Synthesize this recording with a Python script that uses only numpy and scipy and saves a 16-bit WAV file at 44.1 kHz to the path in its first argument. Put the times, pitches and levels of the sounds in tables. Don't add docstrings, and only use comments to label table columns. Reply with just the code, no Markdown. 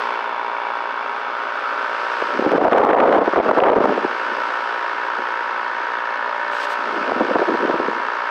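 import sys
import numpy as np
from scipy import signal
from scipy.fft import rfft, irfft, next_fast_len
from scipy.io import wavfile
from scipy.ndimage import uniform_filter1d, minimum_filter1d, map_coordinates

SR = 44100
rng = np.random.default_rng(int(sys.argv[2]) if len(sys.argv) > 2 else 0)


def dump_mix(stems):
    frames = np.atleast_2d(stems).T
    limited = np.clip(frames, -1, 1)
    pcm = np.round(limited * 32767).astype(np.int16)
    wavfile.write(sys.argv[1], SR, pcm)


N = 366030
T = np.arange(N) / SR
SHAFT_HZ = 58.65
TURNS = np.arange(int(N / SR * SHAFT_HZ) + 1)

# (time [s], place [0 coil, 1 rim, 2 blower])
MIC_PATH = [(.3, 0.3), (1.05, 0.65), (1.4, 0.8), (1.65, 1.16), (2.1, 1.55), (4.2, 1.76), (5.5, 1.84),
            (6.6, 1.97), (7, 1.67), (8.25, 1.92)]
# (time [s], level [dB])
FACING = [(0, -3.5), (.35, -11.5), (1.35, -8.5), (2.2, -1.5), (2.9, -7.5), (4.45, -3.5), (5.1, -6.5),
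          (6.3, -8.5), (6.9, -3.5), (7.5, -4), (8.25, -7)]

# (place [turn], coil [dB], rim [dB], blower [dB])
KNOCKS = [(0.089, -12, -7.5, -4.5), (.185, 6, 1, 2), (0.268, -9, 1, -10.5), (.35, 2.5, -4, 0),
          (0.503, -3, -4, -2.5), (0.666, 1, 1, -3.5), (0.857, -16.5, -6, -7)]
# (centre [Hz], width [Hz], coil [dB], rim [dB], blower [dB])
CASING_MODES = [(1341, 330, -42, -28, -30.6), (1528, 153, -47.5, -38.5, -33.5),
                (1730, 147, -50, -47.5, -37), (2110, 35, -60, -58, -48), (2200, 80, -50, -52, -44),
                (2275, 65, -44, -47, -54), (2660, 90, -53, -51, -52), (3460, 200, -52, -52.5, -64)]
# (frequency [Hz], density [dB per Hz])
CLATTER_SPECTRUM = [(80, -61), (150, -26), (240, -25.5), (400, 1.5), (580, 4.5), (730, -3.5), (1000, 5.5),
                    (1950, -2.5), (2700, -6), (3800, -18.5), (4900, -17), (6500, -33), (9000, -43.5),
                    (15000, -57)]
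# (place [turn], centre [Hz], width
# [Hz], coil [dB], rim [dB], blower [dB])
SHELL_MODES = [(.205, 961, 224, -24.5, -34, -29.5), (.21, 968, 60, -42, -50, -37),
               (.59, 1019, 253, -42, -36, -38.5), (.2, 845, 90, -34, -45, -52),
               (.2, 700, 90, -42, -52, -55), (.2, 1500, 90, -52, -48, -38), (.1, 1705, 220, -50, -44, -31),
               (.22, 2246, 160, -42, -55, -56)]
LIMP_S, JITTER_S, DRIFT_S = 0.00012, 0.00013, 0.00019
VALVE_PLACE_TURN, VALVE_HALF_S, VALVE_DB = 0.057, 0.00071, (-54, -53, -43.5)
# (frequency [Hz], density [dB per Hz])
VALVE_SPECTRUM = [(1900, -2), (2500, 1), (4200, -3.5), (6500, -16), (9500, -39)]
# (multiple of shaft speed, coil [dB], rim [dB], blower [dB])
HUM_LINES = [(4, -54, -61, -61), (7, -43, -49.5, -52), (8, -48, -55, -53), (9, -56, -47, -46),
             (10, -55, -42, -39.5), (11, -48, -50, -50), (14, -44, -43, -49), (16, -52, -52, -45.5)]
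# (centre [Hz], width [Hz], coil [dB], rim [dB], blower [dB])
FAN_WHINES = [(544, 6.6, -45, -49.5, -52), (954, 14, -34, -43.5, -41)]
# (frequency [Hz], density [dB per Hz])
FAN_SPECTRUM = [(80, -39.5), (130, -33), (170, -17.5), (260, 3), (600, 7.5), (1000, 12.5), (1500, 15.5),
                (2000, 4), (3000, 1), (4000, -6), (5200, -9.5), (6600, -17), (8000, -20), (10000, -41),
                (13000, -36), (15700, -63)]

# (enter [s], leave [s], buffeting level [dB])
JET_PASSES = [(2.492, 3.188, -20), (3.378, 3.508, -24.5), (3.64, 3.86, -21), (4.31, 4.326, -39.5),
              (5.175, 5.208, -44.5), (7.02, 7.816, -27.5)]
JET_RISE_DB_PER_S, JET_FALL_DB_PER_S = 88, 72
# (time [s], half length [s], air speed [0-1])
JET_CORES = [(2.969, 0.33, 0.76), (3.398, 0.024, 0.96), (3.674, 0.13, 0.67)]
# (time [s], half length [s], depth [dB])
FLOW_STALLS = [(2.456, .01, 16), (2.497, 0.014, 13), (2.579, 0.0051, 22), (2.638, 0.0087, 5),
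               (2.709, 0.011, 12), (2.856, 0.0036, 12), (2.98, 0.0024, 12), (3.18, 0.0037, 11),
               (3.259, 0.02, 13), (3.328, 0.018, 17), (3.423, 0.028, 7.5), (3.55, 0.008, 11),
               (3.753, 0.0085, 5), (3.83, 0.011, 8), (7.055, 0.065, 6), (7.145, 0.0077, 19),
               (7.27, 0.019, 6), (7.328, 0.0083, 7), (7.455, .018, 7), (7.576, 0.0087, 5),
               (7.674, 0.014, 4), (7.72, 0.0072, 6), (7.777, 0.014, 10), (7.827, .01, 7)]
# (time [s], peak [dB], swell time [s], sharpness [0-1])
EDDIES = [(2.222, -8.5, 0.0021, 0.67), (2.391, -6, 0.0021, 0), (2.447, -7, 0.0022, 0.28),
          (2.462, 1.5, 0.0021, 0), (2.518, -0.5, 0.00083, 0.64), (2.534, -1, 0.0022, .2),
          (2.556, -6.5, 0.0023, 0.04), (2.58, 6, 0.0028, 0.48), (2.61, -25, 0.0018, 0.1),
          (2.65, 4, 0.0039, 0.4), (2.681, 4, 0.002, 0.5), (2.721, 4, 0.0033, 0.54), (2.731, 2, 0.0013, 1),
          (2.757, -4, 0.0033, 0.54), (2.782, 2, 0.0013, 0.7), (2.819, -3, 0.00094, .7),
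          (2.835, 2, 0.0022, 0.75), (2.85, 6.5, 0.0009, 0.6), (2.901, 5, 0.0025, 0.7),
          (2.91, -2, 0.0013, 0.7), (2.945, 0, 0.0022, 0.3), (2.986, -3, 0.0016, 1),
          (3.001, 0.5, 0.0021, 0.95), (3.025, 1.5, 0.0013, 0.59), (3.061, 0, .002, 0.56),
          (3.109, -7, 0.0012, 0.6), (3.124, 0, 0.0027, 0.88), (3.145, -0.5, 0.0019, 0.75),
          (3.167, -1, 0.0014, 0.56), (3.188, 3.5, 0.0019, 0.37), (3.217, 3, 0.0029, 0.42),
          (3.24, -13, 0.0035, 0.36), (3.276, -1, 0.0027, 0.4), (3.333, -5.5, 0.0022, 0.57),
          (3.359, -6, 0.0024, 0.4), (3.398, 5, 0.0034, 0.66), (3.459, -9.5, 0.0019, .3),
          (3.489, 2, 0.0036, 0.6), (3.511, 5.5, 0.0019, 0.47), (3.531, -8, 0.0022, 0.4),
          (3.548, -16, 0.0024, 0.4), (3.571, -6, 0.0022, 0.3), (3.584, 10, 0.0035, 0.54),
          (3.602, 2.5, 0.00065, 0.8), (3.625, 5.5, 0.0018, 0.37), (3.636, 3.5, 0.0018, 1),
          (3.66, 0.5, 0.0011, .85), (3.668, 0, 0.0015, 0.8), (3.698, -2.5, 0.0015, 0.84),
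          (3.715, 1, 0.0063, 0.53), (3.765, 1.5, 0.0025, 0.1), (3.8, -0.5, 0.0034, 0.1),
          (3.838, -7, .003, 0.3), (3.855, 1, 0.0016, 0.5), (3.872, -11, 0.0038, 0),
          (3.892, -5.5, 0.0022, 0.44), (3.974, -10.5, 0.0035, 0.1), (4.046, -7.5, 0.0016, 0.15),
          (4.315, -21.5, 0.0035, 0.1), (5.18, -23, 0.0063, 0), (7.094, -10, 0.0013, 0.77),
          (7.119, -3.5, 0.0011, 0.5), (7.16, -15.5, 0.0022, 0.2), (7.206, -2.5, 0.0033, 0),
          (7.307, -9.5, 0.0022, 0), (7.355, -1, 0.002, 0.2), (7.364, -2, 0.0013, 0.3),
          (7.392, -8, 0.0019, 0.34), (7.414, -7.5, 0.0058, 0.3), (7.484, -10.5, 0.0041, 0.3),
          (7.54, -9.5, 0.0019, 0.25), (7.628, -13, .003, 0.1), (7.65, -9.5, 0.0017, 0),
          (7.696, -5.5, 0.0022, 0.18), (7.739, -5, 0.0014, 0.18), (7.796, -9, 0.0032, 0.3),
          (7.881, -10.5, 0.0026, 0)]
# (frequency [Hz], density [dB per Hz])
RUMBLE_SPECTRUM = [(50, -32), (90, -18.5), (140, -26), (230, -5), (340, 0.5), (520, -2), (750, -11),
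                   (1100, -26.5), (2000, -41.5), (5000, -68)]
ROAR_SPECTRUM = [(100, -29), (250, -7), (500, 5), (800, 1.5), (1200, -5.5), (1900, -22.5), (3200, -51),
                 (5000, -55), (9000, -64)]
CRACKLE_SPECTRUM = [(500, 4.5), (1200, 12), (2200, 4), (3500, -8.5), (4800, -27), (9000, -62.5)]

# (start [s], length [s], level [dB], extra treble [dB])
PALM_STROKES = [(6.522, 0.128, -34.5, 0), (6.685, 0.048, -42, 7.5)]
STROKE_SWELL_DB, STROKE_EDGE_DB_PER_S = 8, 900
# (frequency [Hz], density [dB per Hz])
SKIN_SPECTRUM = [(1500, 24.5), (3000, 26.5), (4700, 19), (6500, 12), (8000, 10.5), (10000, -3), (13000, -3),
                 (15700, -14)]

# (centre [Hz], width [Hz])
MIC_DIPS = [(7150, 530), (9480, 180)]
MIC_TOP_HZ = 15730


def amp(db):
    return 10 ** (np.asarray(db) / 20)


def unit(x):
    return x / np.sqrt(np.mean(x ** 2) + 1e-20)


def noise():
    return rng.standard_normal(N)


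def curve(rows):
    time_s, value = np.transpose(rows)
    return np.interp(T, time_s, value)


def wobble(rate_hz):
    knots = rng.standard_normal(int(N * rate_hz / SR) + 4)
    return map_coordinates(knots, [T * rate_hz])


def bump(time_s, half_s):
    return np.exp(-((T - time_s) / half_s) ** 2)


def held_db(start_s, end_s, rise_db_per_s, fall_db_per_s):
    return -rise_db_per_s * np.maximum(start_s - T, 0) - fall_db_per_s * np.maximum(T - end_s, 0)


def heard_db(place_dbs):
    return np.interp(curve(MIC_PATH), np.arange(len(place_dbs)), place_dbs)


def filtered(x, response):
    size = next_fast_len(N + SR // 2)
    return irfft(rfft(x, size) * response(np.fft.rfftfreq(size, 1 / SR)), size)[:N]


def coloured(x, spectrum):
    f, db = np.transpose(spectrum)

    def response(hz):
        ends = np.minimum(hz / f[0], f[-1] / (hz + 1)).clip(0, 1) ** 2
        return ends * amp(np.interp(np.log(hz + 1), np.log(f), db))
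    return unit(filtered(x, response))


def ringing(x, hz, width_hz):
    edges_hz = np.clip([hz - width_hz / 2, hz + width_hz / 2], 20, SR / 2 - 1)
    return unit(signal.sosfilt(signal.butter(2, edges_hz, 'bandpass', fs=SR, output='sos'), x))


def strikes(place_turn, slack_s, scatter_db):
    times_s = (TURNS + place_turn) / SHAFT_HZ + slack_s
    sizes = amp(scatter_db * rng.standard_normal(len(TURNS)))
    return np.bincount(np.abs(times_s * SR).astype(int), sizes, N)[:N]


def knocking():
    turn_slack_s = 0.00022 * rng.standard_normal(len(TURNS))
    blows = np.zeros(N)
    for place_turn, *dbs in KNOCKS:
        slack_s = turn_slack_s + 0.00009 * rng.standard_normal(len(TURNS))
        blows += amp(heard_db(dbs)) * strikes(place_turn, slack_s, scatter_db=0.7)
    energy = signal.lfilter([1], [1, -np.exp(-1 / (0.001 * SR))], blows ** 2)
    return -unit(blows), unit(np.sqrt(energy))


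def compressor(facing_db):
    blows, rattle = knocking()
    drive = blows + 0.25 * rattle * noise()
    casing = sum(amp(heard_db(dbs)) * ringing(drive, hz, width_hz)
                 for hz, width_hz, *dbs in CASING_MODES)
    clatter = coloured(blows + 0.7 * rattle * noise(), CLATTER_SPECTRUM)
    return casing + amp(-26 + 0.86 * facing_db) * clatter


def throb():
    drift = np.interp(TURNS / SHAFT_HZ, T, wobble(6))
    jitter = rng.standard_normal(len(TURNS))
    slack_s = LIMP_S * (-1) ** TURNS + JITTER_S * jitter + DRIFT_S * drift
    return sum(amp(heard_db(dbs)) * ringing(strikes(place_turn, slack_s, scatter_db=0.5), hz, width_hz)
               for place_turn, hz, width_hz, *dbs in SHELL_MODES)


def valve(facing_db):
    offset_turn = (T * SHAFT_HZ - VALVE_PLACE_TURN + 0.5) % 1 - 0.5
    puffs = np.exp(-(offset_turn / (VALVE_HALF_S * SHAFT_HZ)) ** 2) * noise()
    return amp(heard_db(VALVE_DB) + 0.5 * facing_db) * coloured(puffs, VALVE_SPECTRUM)


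def moving_gain(dbs):
    return np.sqrt(2) * amp(heard_db(dbs) + 1.6 * wobble(2.5))


def hum():
    shaft_rad = 2 * np.pi * SHAFT_HZ * T + 0.13 * wobble(2.3)
    tones = np.zeros(N)
    for multiple, *dbs in HUM_LINES:
        tones += moving_gain(dbs) * np.sin(multiple * shaft_rad + rng.uniform(0, 2 * np.pi))
    for hz, width_hz, *dbs in FAN_WHINES:
        pitch_hz = hz + width_hz / 2 * wobble(2 * width_hz)
        tones += moving_gain(dbs) * np.sin(2 * np.pi * np.cumsum(pitch_hz) / SR)
    return tones


def fan(facing_db):
    rush = coloured(noise(), FAN_SPECTRUM)
    treble = filtered(rush, lambda hz: 1 - 1 / (1 + (hz / 4200) ** 4))
    body = rush - treble
    return amp(-28.5) * (amp(0.12 * facing_db) * body + amp(1.48 * facing_db) * treble)


def buffeting(speed):
    jet_db = np.max([db + held_db(enter_s, leave_s, JET_RISE_DB_PER_S, JET_FALL_DB_PER_S)
                     for enter_s, leave_s, db in JET_PASSES], axis=0)
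    stall_db = sum(db * bump(time_s, half_s) for time_s, half_s, db in FLOW_STALLS)
    lumps = wobble(300).clip(-2, 1)
    rumble = amp(4) * coloured(amp(5.6 * lumps) * noise(), RUMBLE_SPECTRUM)
    roar = amp(17.5) * speed * coloured(amp(5.5 * lumps) * noise(), ROAR_SPECTRUM)
    crackle = amp(7) * speed ** 2 * coloured(amp(13 * lumps) * noise(), CRACKLE_SPECTRUM)
    return amp(jet_db - stall_db) * (rumble + roar + crackle)


def eddies(gain_db, crack_db, low_cut_hz):
    t = np.arange(SR // 20) / SR
    rumble = coloured(noise(), RUMBLE_SPECTRUM)
    roar = coloured(noise(), ROAR_SPECTRUM)
    crackle = amp(crack_db) * coloured(noise(), CRACKLE_SPECTRUM)
    puffs = np.zeros(N)
    for time_s, peak_db, swell_s, sharp in EDDIES:
        start = round(time_s * SR)
        span = slice(start, start + len(t))
        air = (1 - sharp) * rumble[span] + (0.28 + 2.1 * sharp) * roar[span] + sharp ** 4 * crackle[span]
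        puff = t * np.exp(-t / swell_s) * air
        puffs[span] += amp(peak_db + gain_db) * puff / np.abs(puff).max()
    return signal.sosfilt(signal.butter(2, low_cut_hz, 'highpass', fs=SR, output='sos'), puffs)


def palm_stroke(start_s, length_s, db, bright_db):
    swell_db = STROKE_SWELL_DB * ((T - start_s) / length_s - 1).clip(-1, 0)
    edge_db = held_db(start_s, start_s + length_s, STROKE_EDGE_DB_PER_S, STROKE_EDGE_DB_PER_S)
    skin = filtered(coloured(noise(), SKIN_SPECTRUM),
                    lambda hz: amp(bright_db * (1.5 - 1 / (1 + (hz / 9500) ** 4))))
    return amp(db + swell_db + edge_db) * skin


def hand():
    return amp(1.4 * wobble(79)) * sum(palm_stroke(*row) for row in PALM_STROKES)


def room(x, t60_s):
    t = np.arange(SR // 3) / SR
    tails = rng.standard_normal((2, len(t))) * amp(-60 * t / t60_s) * (t > 0.004)
    here, there = (signal.fftconvolve(x, tail / np.linalg.norm(tail))[:N] for tail in tails)
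    mix_rad = np.pi * curve(MIC_PATH) + wobble(2)
    return np.cos(mix_rad) * here + np.sin(mix_rad) * there


def scene():
    facing_db = curve(FACING)
    machine = compressor(facing_db) + valve(facing_db) + fan(facing_db)
    tones = throb() + hum()
    speed = sum(top * bump(time_s, half_s) for time_s, half_s, top in JET_CORES)
    wind = buffeting(speed) + eddies(gain_db=1, crack_db=8, low_cut_hz=195)
    walls = amp(-13) * room(machine, t60_s=0.2)
    return (machine + tones + wind + hand() + walls)[None]


def limited(x, threshold, recovery_db_per_s):
    over_db = 20 * np.log10(np.maximum(np.abs(x) / threshold, 1))
    peak_db = -minimum_filter1d(-over_db, size=14)
    ramp_db = recovery_db_per_s * T
    cut_db = np.maximum.accumulate(peak_db + ramp_db) - ramp_db
    return x * amp(-uniform_filter1d(cut_db, size=40))


def record(dry):
    x = signal.sosfilt(signal.butter(4, 135, 'highpass', fs=SR, output='sos'), dry[0])
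    for hz, width_hz in MIC_DIPS:
        x = signal.lfilter(*signal.iirnotch(hz, hz / width_hz, fs=SR), x)
    x = limited(x, threshold=0.52, recovery_db_per_s=330)
    x = x / (1 + np.abs(x / 0.54) ** 16) ** (1 / 16)
    return signal.sosfilt(signal.ellip(12, 0.1, 80, MIC_TOP_HZ, fs=SR, output='sos'), x)[None]


dry = scene()
out = record(dry)
dump_mix(out)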